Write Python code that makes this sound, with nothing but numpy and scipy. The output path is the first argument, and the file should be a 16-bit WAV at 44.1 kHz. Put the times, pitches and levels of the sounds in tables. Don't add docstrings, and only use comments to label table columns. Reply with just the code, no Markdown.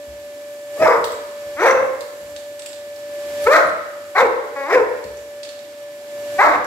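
import sys
import numpy as np
from scipy import signal
from scipy.fft import rfft, irfft, next_fast_len
from scipy.io import wavfile
from scipy.ndimage import uniform_filter1d, minimum_filter1d

SR = 44100
rng = np.random.default_rng(int(sys.argv[2]) if len(sys.argv) > 2 else 0)


def voltage_ratio(level):
    return 10 ** (np.asarray(level, float) / 20)


def wav_out(sig):
    wavfile.write(sys.argv[1], SR, np.round(np.clip(np.atleast_2d(sig).T, -1, 1) * 32767).astype(np.int16))


N = 293706

# [t/s, fold pitch f/Hz, effort level/dB]
BARKS = [
    [(.762, 556.3, -47), (.812, 622.3, -24.5), (.818, 681.7, -17), (.858, 628.7, -17.5),
     (.88, 504.4, -16.5), (.955, 466, -19.5), (.985, 422, -28)],
    [(1.565, 272, -41.5), (1.6, 330.4, -23.5), (1.635, 449.2, -15.5), (1.66, 547.4, -11),
     (1.775, 514.2, -17.5), (1.83, 541, -20.5), (1.855, 533, -57)],
    [(3.45, 395.6, -57), (3.472, 453.6, -18), (3.51, 588, -19.5), (3.55, 641, -8.5), (3.595, 547, -17),
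     (3.635, 466, -35.5)],
    [(4.15, 356.6, -27), (4.163, 379, -15), (4.183, 437.6, -10), (4.218, 551, -9.5), (4.238, 489.4, -11.5),
     (4.27, 398, -18.5)],
    [(4.548, 290, -70), (4.562, 279.2, -27.5), (4.65, 272.7, -26), (4.68, 307.8, -28.5),
     (4.71, 380.4, -17.5), (4.755, 534, -9), (4.805, 426.7, -18), (4.85, 443, -36)],
    [(6.38, 374, -50), (6.392, 378.1, -18.5), (6.408, 422, -18.5), (6.422, 546.3, -16.5),
     (6.5, 640.7, -24.5), (6.56, 440, -23)],
]
# [t/s, level/dB]
LIPS = [
    [(.77, -19), (.82, -11.5), (.87, -1.5), (.92, -3.5), (.96, -2)],
    [(1.6, 2.5), (1.64, -3.5), (1.71, -0.5), (1.75, -30)],
    [(3.472, 3.5), (3.492, -42), (3.51, 2), (3.55, 6), (3.59, -4.5)],
    [(4.162, 19.5), (4.19, 7), (4.218, -1.5), (4.23, -19)],
    [(4.55, 0.5), (4.71, 0.5), (4.75, -7.5), (4.77, -25)],
    [(6.38, 5), (6.42, 14), (6.45, -0.5), (6.5, -0.5)],
]
# [t/s, hoarseness 0-1, strong-weak cycles 0-1]
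BREAKS = [
    (.74, .68, .1),
    (1.585, .5, .15),
    (3.515, .55, .25),
    (4.15, .5, .12),
    (4.675, .65, .2),
    (6.395, .68, .9),
]
# [mouth resonance f/Hz at middle pitch, power of pitch, breath level/dB]
JAW = [
    (1700, .01, -22.5),
    (1460, 0.25, -18.5),
    (1310, .1, -18.5),
    (1002, 0.61, -20.5),
    (1210, 0.32, -19),
    (1017, 1, -21),
]
# [breath rasp f/Hz, rasp level/dB, upper mouth level/dB, stairwell level/dB]
POSTURES = [
    (4700, 6, -5.5, -1),
    (5650, 9.5, 0, -1.5),
    (4300, -3, -2.5, 0),
    (3850, 4, -2.6, -2.5),
    (4700, 1.5, -2, -3),
    (3700, -1, -1.5, 1.5),
]
# [f/Hz, width/Hz, level/dB]
MOUTH = [(1706, 390, -2.5), (1862, 183, 1), (2136, 290, -6)]
# [f/Hz, width/Hz, level/dB]
BREATH = [(3600, 1300, 9.5), (6150, 1400, 6.5), (7230, 820, 7), (13000, 2000, -3.5)]
MIDDLE_HZ, JAW_OCTAVES_PER_DB, JAW_WIDTH_HZ = 486, 0.23, 240.
LARYNX_HZ, LARYNX_SINK_HZ, THROAT_WIDTH_HZ = 490, 70, 220.
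CLEAR, BREAK_S, SHUT_DB, SHUT_SHARE = .07, .035, -30, .4
CLEAR_BREATH_DB, BREATH_PER_MOUTH = -3.5, 0.47
THROB_HZ, THROB_DB, THROB_TOP_S = 40, 4.5, .005
PORT_LAG_S, WET_DB = 0.0001, -5

# [t/s, peak level/dB, f/Hz, left minus right level/dB, bright edge level/dB]
CLAWS = [(1.0415, -17.5, 3615, -3, -41), (1.047, -33.5, 3464, 13, 8), (1.118, -25, 7500, -8, -8),
         (2.0071, -24, 4100, -2.5, -6), (2.362, -23, 3610, -3, -22), (2.5931, -19, 7550, -4, -34),
         (2.62, -27, 3540, -4, -25), (2.66, -16.5, 7100, -1, -14), (2.689, -32, 4950, 6, -21),
         (2.7289, -26, 3900, 0, -18), (2.9597, -34, 4570, -7, -6), (3.441, -36, 7900, -23, -6),
         (3.6916, -31, 7800, -12, -17), (5.0403, -30, 4077, -3, -14), (5.169, -33, 5870, -10, -19),
         (5.4314, -21, 4250, -3, -26), (5.4493, -26, 3330, -3, -21), (5.4898, -24.5, 3850, 0, -22),
         (5.591, -38, 4150, -15, -22), (6.6438, -31.5, 5260, -8, -5)]
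SCRAPE_S = 0.014
# [t/s, peak level/dB]
TAG = [
    (3.4196, -42),
    (3.6676, -34),
    (4.2887, -43),
    (4.8898, -44),
]
TAG_HZ, TAG_T60_S = 10600, 0.063
# [t/s, deep boom peak level/dB, board knock peak level/dB]
THUDS = [(0.065, -44.5, -43), (0.787, -50, -29), (0.968, -60, -34), (1.119, -56, -71), (1.451, -55, -43),
         (1.693, -54, -36.5), (1.8, -57, -34), (2.205, -55, -45), (2.329, -70, -67), (3.23, -65, -52),
         (3.431, -53, -53), (3.639, -60, -33), (4.207, -51, -34), (4.754, -55, -35.5), (5.039, -48.5, -38),
         (6.434, -53, -46), (6.561, -60, -36)]
# [f/Hz, width/Hz, level/dB]
FLOOR_BOOM = [(66.6, 23, 0)]
# [f/Hz, width/Hz, level/dB]
FLOOR_KNOCK = [(91, 19, -3.5), (201, 160, -5)]

MOTOR_HZ, AIR_DB, HISS_DB = 582.8, -45.5, -54.5
# [multiple of motor pitch, rms level/dB, left port lead/rad]
WHINE = [(1, -34.5, 0.18), (2, -62, -1.6), (3, -53, -1.46), (4, -61, 1.4), (5, -64.5, 1.9), (6, -68, 2.1),
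         (8, -68, 0.71), (16, -70, 0.79), (24, -74, .4)]
# [f/Hz, level/dB per Hz]
AIR = [(15, -97), (25, -66), (97, -23), (168, -34), (298, -19), (482, -24), (516, -20.5), (579, -23),
       (620, -19.5), (664, -22.5), (1320, -29.5), (1620, -25.5), (1780, -32.5), (1910, -27.5),
       (6000, -32.5), (7800, -90), (13200, -120)]
# [f/Hz, level/dB per Hz]
HISS = [(3500, -15), (5000, -52), (6200, -3), (7400, 0.5), (8600, -6.5), (10400, -6), (11600, 0.5),
        (13400, -8), (14600, -18), (15900, -9)]
# [t/s, hiss level/dB]
HISS_LEVELS = [(0, 4), (.8, 6.5), (1.55, 3.5), (1.8, 5.5), (2.3, 6), (2.6, 6.5), (3.2, 4), (3.44, 4), (3.6, 7),
               (3.75, 3), (4.1, 5.5), (4.3, 4), (4.55, 3.5), (5.1, 4), (6.382, 4), (6.5, 2), (6.66, -1.5)]

# [spectrum bin number, 1.35 Hz each; t60/s]
STAIRWELL = [(250, 0.81), (700, 0.74), (2000, 0.95), (6000, 0.42)]
# [f/Hz, left-right likeness -1 to 1]
LIKENESS = [(60, 0.93), (300, 0.96), (640, 0.78), (1400, 0), (3000, 0.067), (16000, .0)]
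# [f/Hz, left minus right level/dB]
LEAN = [(60, 4), (110, -1), (200, -2), (380, -1), (700, -3.5), (1290, -0.5), (2380, -4.5), (4400, -0.5),
        (8120, -10.5), (15000, 5)]
# [top t/s, swell level/dB, lead/s, duck level/dB]
SWELLS = [
    (.8, 7, 0.13, 2),
    (1.55, 4, 0.66, -0.5),
    (2.3, 1.5, 0.25, -0.2),
    (3.438, 10.5, 0.51, 1),
    (4.1, 0.5, 0.17, -2),
    (4.55, -0.1, 0.27, -1),
    (6.38, 8.5, .42, 3),
]
REST_DB, SWELL_POWER, DUCK_S, RECOVER_S = 0.41, 1.34, 0.15, 0.31
LOW_CUT_HZ, HIGH_CUT_HZ, CEILING = 32, 15750, .99


def dog():
    out = np.zeros((2, N + 2 * SR))
    for rows, (*posture, wet_db), *habits in zip(BARKS, POSTURES, LIPS, BREAKS, JAW):
        voice, breath = bark(rows, habits, *posture)
        at = round(rows[0][0] * SR)
        i = np.arange(len(voice))
        late = np.interp(i - PORT_LAG_S * SR, i, voice)
        near = np.array([voice * voltage_ratio(1.8), late]) + breath * voltage_ratio([[-2], [1.5]])
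        heard = voltage_ratio(WET_DB + wet_db) * stairwell(near)
        heard[:, :len(voice)] += near
        out[:, at:at + heard.shape[1]] += heard
    return out[:, :N]


def bark(rows, habits, rasp_hz, rasp_db, upper_db):
    s, *columns = np.transpose(rows)
    t = np.arange(s[0], s[-1], 1 / SR)
    hz, effort_db = [np.interp(t, s, c) for c in columns]
    mouth_db, hoarse, paired, breath_db, jaw_hz, throat_hz = manner(t, hz, *habits)
    throb = np.cos(2 * np.pi * THROB_HZ * (t - THROB_TOP_S))
    shut = np.clip(mouth_db / SHUT_DB, 0, 1)
    effort_db = effort_db + THROB_DB * (hoarse > CLEAR) * shut * throb

    phase = 2 * np.pi * np.cumsum(hz * (1 + 0.0708 * hoarse * drift(84.3, len(t)))) / SR
    pulses = sum(np.cos(k * phase) * np.clip((3000 - k * hz) / 300, 0, 1) for k in range(1, 11))
    pulses = pulses * (1 + 1.12 * paired * np.cos(phase / 2)) * voltage_ratio(3.2 * hoarse * drift(57, len(t)))
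    gust = rng.standard_normal((3, len(t))) * (1 + .6 * np.cos(phase))
    hum = np.sqrt(1 - hoarse) * pulses + 3.5 * hoarse * gust[0]
    source = (1 - hoarse) * pulses + 8 * hoarse * gust[0]

    throat = glide(hum, throat_hz, THROAT_WIDTH_HZ)
    throat = throat + 0.5 * paired * np.clip((hz - 570) / 60, 0, 1) * np.cos(phase / 2)
    mouth = voltage_ratio(upper_db) * resonate(source, MOUTH) - glide(source, jaw_hz, JAW_WIDTH_HZ)
    voice_band = signal.butter(6, [285, 2570], "band", fs=SR, output="sos")
    voice = signal.sosfilt(voice_band, throat + voltage_ratio(mouth_db) * mouth)
    voice = voice / np.sqrt(uniform_filter1d(voice ** 2, size=900) + 1e-9)

    whistle_hz = rasp_hz * (1 + 0.057 * drift(5.4, len(t)))
    rasp = np.array([glide(glide(g, whistle_hz, 570), whistle_hz, 580) for g in gust[1:]])
    patches = voltage_ratio(rasp_db + 5.5 + 4.5 * drift(22, len(t)))
    breath = resonate(gust[1:], BREATH) + patches * rasp
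    breath_gain = voltage_ratio(effort_db + breath_db + 1.9 * drift(53, len(t)))
    return voltage_ratio(effort_db) * voice, breath_gain * rms_one(breath)


def manner(t, hz, lips, breaking, jaw):
    break_s, hoarse, paired = breaking
    jaw_hz, power, breath_db = jaw
    mouth_db = np.interp(t, *np.transpose(lips))
    broken = np.clip((t - break_s) / BREAK_S, 0, 1)
    closing_db = np.clip(mouth_db, SHUT_DB, 0)
    strain = broken * (1 - (1 - SHUT_SHARE) * closing_db / SHUT_DB)
    hoarse = CLEAR + (hoarse - CLEAR) * strain
    breath_db = breath_db + CLEAR_BREATH_DB * (1 - broken) + BREATH_PER_MOUTH * closing_db
    jaw_hz = jaw_hz * (hz / MIDDLE_HZ) ** power * 2 ** (JAW_OCTAVES_PER_DB * closing_db)
    throat_hz = np.maximum(hz, LARYNX_HZ - LARYNX_SINK_HZ * broken)
    return mouth_db, hoarse, paired * broken, breath_db, jaw_hz, throat_hz


def glide(x, hz, width_hz):
    r = np.exp(-np.pi * width_hz / SR)
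    zeros = np.array([1, 0, -1]) * (1 - r * r) / 2
    out, state = np.zeros(len(x)), np.zeros(2)
    for i in range(0, len(x), 64):
        poles = [1, -2 * r * np.cos(2 * np.pi * hz[i] / SR), r * r]
        out[i:i + 64], state = signal.lfilter(zeros, poles, x[i:i + 64], zi=state)
    return out


def resonate(x, modes):
    out = 0
    for k, (hz, width, db) in enumerate(modes):
        r = np.exp(-np.pi * width / SR)
        poles = [2, -4 * r * np.cos(2 * np.pi * hz / SR), 2 * r * r]
        out = out + (-1) ** k * voltage_ratio(db) * signal.lfilter([1 - r * r, 0, r * r - 1], poles, x)
    return out


def claws():
    out, t = np.zeros((2, N + 4410)), np.arange(4410) / SR
    wide = signal.butter(4, [1600, 8500], "band", fs=SR, output="sos")
    top = signal.butter(2, [9000, 15000], "band", fs=SR, output="sos")
    shape = (np.exp(-t / 0.0013) + 0.31 * np.exp(-t / SCRAPE_S)) * (1 - np.exp(-t / 0.00098))
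    for s, db, hz, pan_db, edge_db in CLAWS:
        grit = rng.standard_normal((2, len(t))) * shape
        ring = resonate(resonate(grit, [(hz, 1600, 3)]), [(hz, 1600, 0)])
        edge = voltage_ratio(edge_db - 1.0) * signal.sosfilt(top, grit)
        tick = 0.67 * signal.sosfilt(wide, grit) + ring + edge
        at = round(s * SR)
        out[:, at:at + len(t)] += voltage_ratio(db + 4.5 + pan_db * np.array([[.5], [-.5]])) * tick
    return out[:, :N]


def tag():
    out, t = np.zeros(N), np.arange(SR // 8) / SR
    for s, db in TAG:
        decay = voltage_ratio(db - 60 * t / TAG_T60_S)
        ring = decay * np.sin(2 * np.pi * TAG_HZ * t) * (1 - np.exp(-t / .002))
        at = round(s * SR)
        out[at:at + len(t)] += ring
    return out


def paws():
    out, t = np.zeros((2, N + SR)), np.arange(SR // 3) / SR
    shape = (1 - np.exp(-t / 0.0024)) * np.exp(-t / 0.08)
    for s, boom_db, knock_db in THUDS:
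        mid, side = rng.standard_normal((2, len(t))) * shape
        push = mid + 0.17 * side * [[1], [-1]]
        shakes = [resonate(resonate(push, modes), modes) for modes in (FLOOR_BOOM, FLOOR_KNOCK)]
        boom, knock = [v / np.abs(v).max() for v in shakes]
        at = round(s * SR)
        out[:, at:at + len(t)] += voltage_ratio(boom_db + 5.5) * boom + voltage_ratio(knock_db - 3) * knock
    return out[:, :N]


def vacuum(hiss_db):
    turn = 2 * np.pi * np.cumsum(MOTOR_HZ + 0.369 * drift(3.5, N)) / SR
    ports = np.array([[.5], [-.5]])
    whine = sum(voltage_ratio(db) * np.sin(int(k) * turn + lead * ports) for k, db, lead in WHINE)
    size = next_fast_len(N)
    air = voltage_ratio(AIR_DB + 0.22 * drift(19, N)) * diffuse(AIR, size)[:, :N]
    hiss = voltage_ratio(HISS_DB + hiss_db + 0.41 * drift(28, N)) * diffuse(HISS, size)[:, :N]
    return np.sqrt(2) * voltage_ratio(1.1 * drift(4.2, N)) * whine + air + hiss


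def stairwell(x):
    size = 32768
    t, hz = np.arange(size) / SR, np.arange(size // 2 + 1) * 1
    colour = [(20, -28), (330, 4.5), (550, 1.0), (1200, 3), (2500, -6), (3500, -2.5), (16000, -2)]
    echoes = rfft(diffuse(colour, size, apart=0.18))
    centres = np.log(np.array(STAIRWELL)[:, 0])
    response = 0
    for k, (_, t60) in enumerate(STAIRWELL):
        share = np.interp(np.log(hz + 1), centres, np.arange(len(centres)) == k)
        response = response + irfft(echoes * share, size) * voltage_ratio(-60 * t / t60)
    response = response * np.clip((t - .006) / 0.015, 0, 1)
    return signal.fftconvolve(x, response / np.sqrt(np.sum(response ** 2) / 2), axes=1)


def diffuse(spectrum, size, apart=0):
    hz = np.arange(size // 2 + 1) * SR / size
    mid, side = rfft(rng.standard_normal((2, size)))
    alike = np.clip(at_hz(LIKENESS, hz) - apart, -1, 1)
    lean = voltage_ratio(at_hz(LEAN, hz) * [[.5], [-.5]])
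    both = np.sqrt(1 + alike) * mid + np.sqrt(1 - alike) * side * [[1], [-1]]
    return rms_one(irfft(both * lean * voltage_ratio(at_hz(spectrum, hz)), size))


def at_hz(points, hz):
    point_hz, values = np.array(points).T
    return np.interp(np.log(hz + 1), np.log(point_hz), values)


def drift(rate, size):
    r = np.exp(-2 * np.pi * rate / SR)
    wander = signal.lfilter([1], [1, -2 * r, r * r], rng.standard_normal(size + 4000))
    return rms_one(wander[4000:])


def rms_one(x):
    return x / np.sqrt(np.mean(x ** 2) + 1e-20)


def gain_ride():
    t, ride_db = np.arange(N) / SR, REST_DB
    for s, swell_db, lead, duck_db in SWELLS:
        climb = swell_db * np.clip(1 - (s - t) / lead, 0, 1) ** SWELL_POWER
        fall = np.interp(t - s, [0, DUCK_S, DUCK_S + RECOVER_S], [swell_db, duck_db, 0])
        ride_db = ride_db + np.where(t < s, climb, fall)
    return ride_db


def scene():
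    small = claws() + tag()
    small = voltage_ratio(-2) * small + voltage_ratio(-4.5) * stairwell(small)[:, :N]
    hiss_db = np.interp(np.arange(N) / SR, *np.transpose(HISS_LEVELS))
    return dog() + small + paws() + vacuum(hiss_db)


def low_pass(x):
    return signal.sosfilt(signal.butter(12, 16670, fs=SR, output="sos"), x)


def record(dry):
    loud = dry * voltage_ratio(gain_ride())
    low_cut = signal.butter(2, LOW_CUT_HZ, "high", fs=SR, output="sos")
    high_cut = signal.ellip(10, .3, 45, HIGH_CUT_HZ, fs=SR, output="sos")
    loud = signal.sosfilt(high_cut, signal.sosfilt(low_cut, loud))
    room_left = np.minimum(1, CEILING / (np.abs(loud).max(axis=0) + 1e-9))
    held = loud * uniform_filter1d(minimum_filter1d(room_left, size=257), size=129)
    return low_pass(held)


dry = scene()
out = record(dry)
wav_out(out)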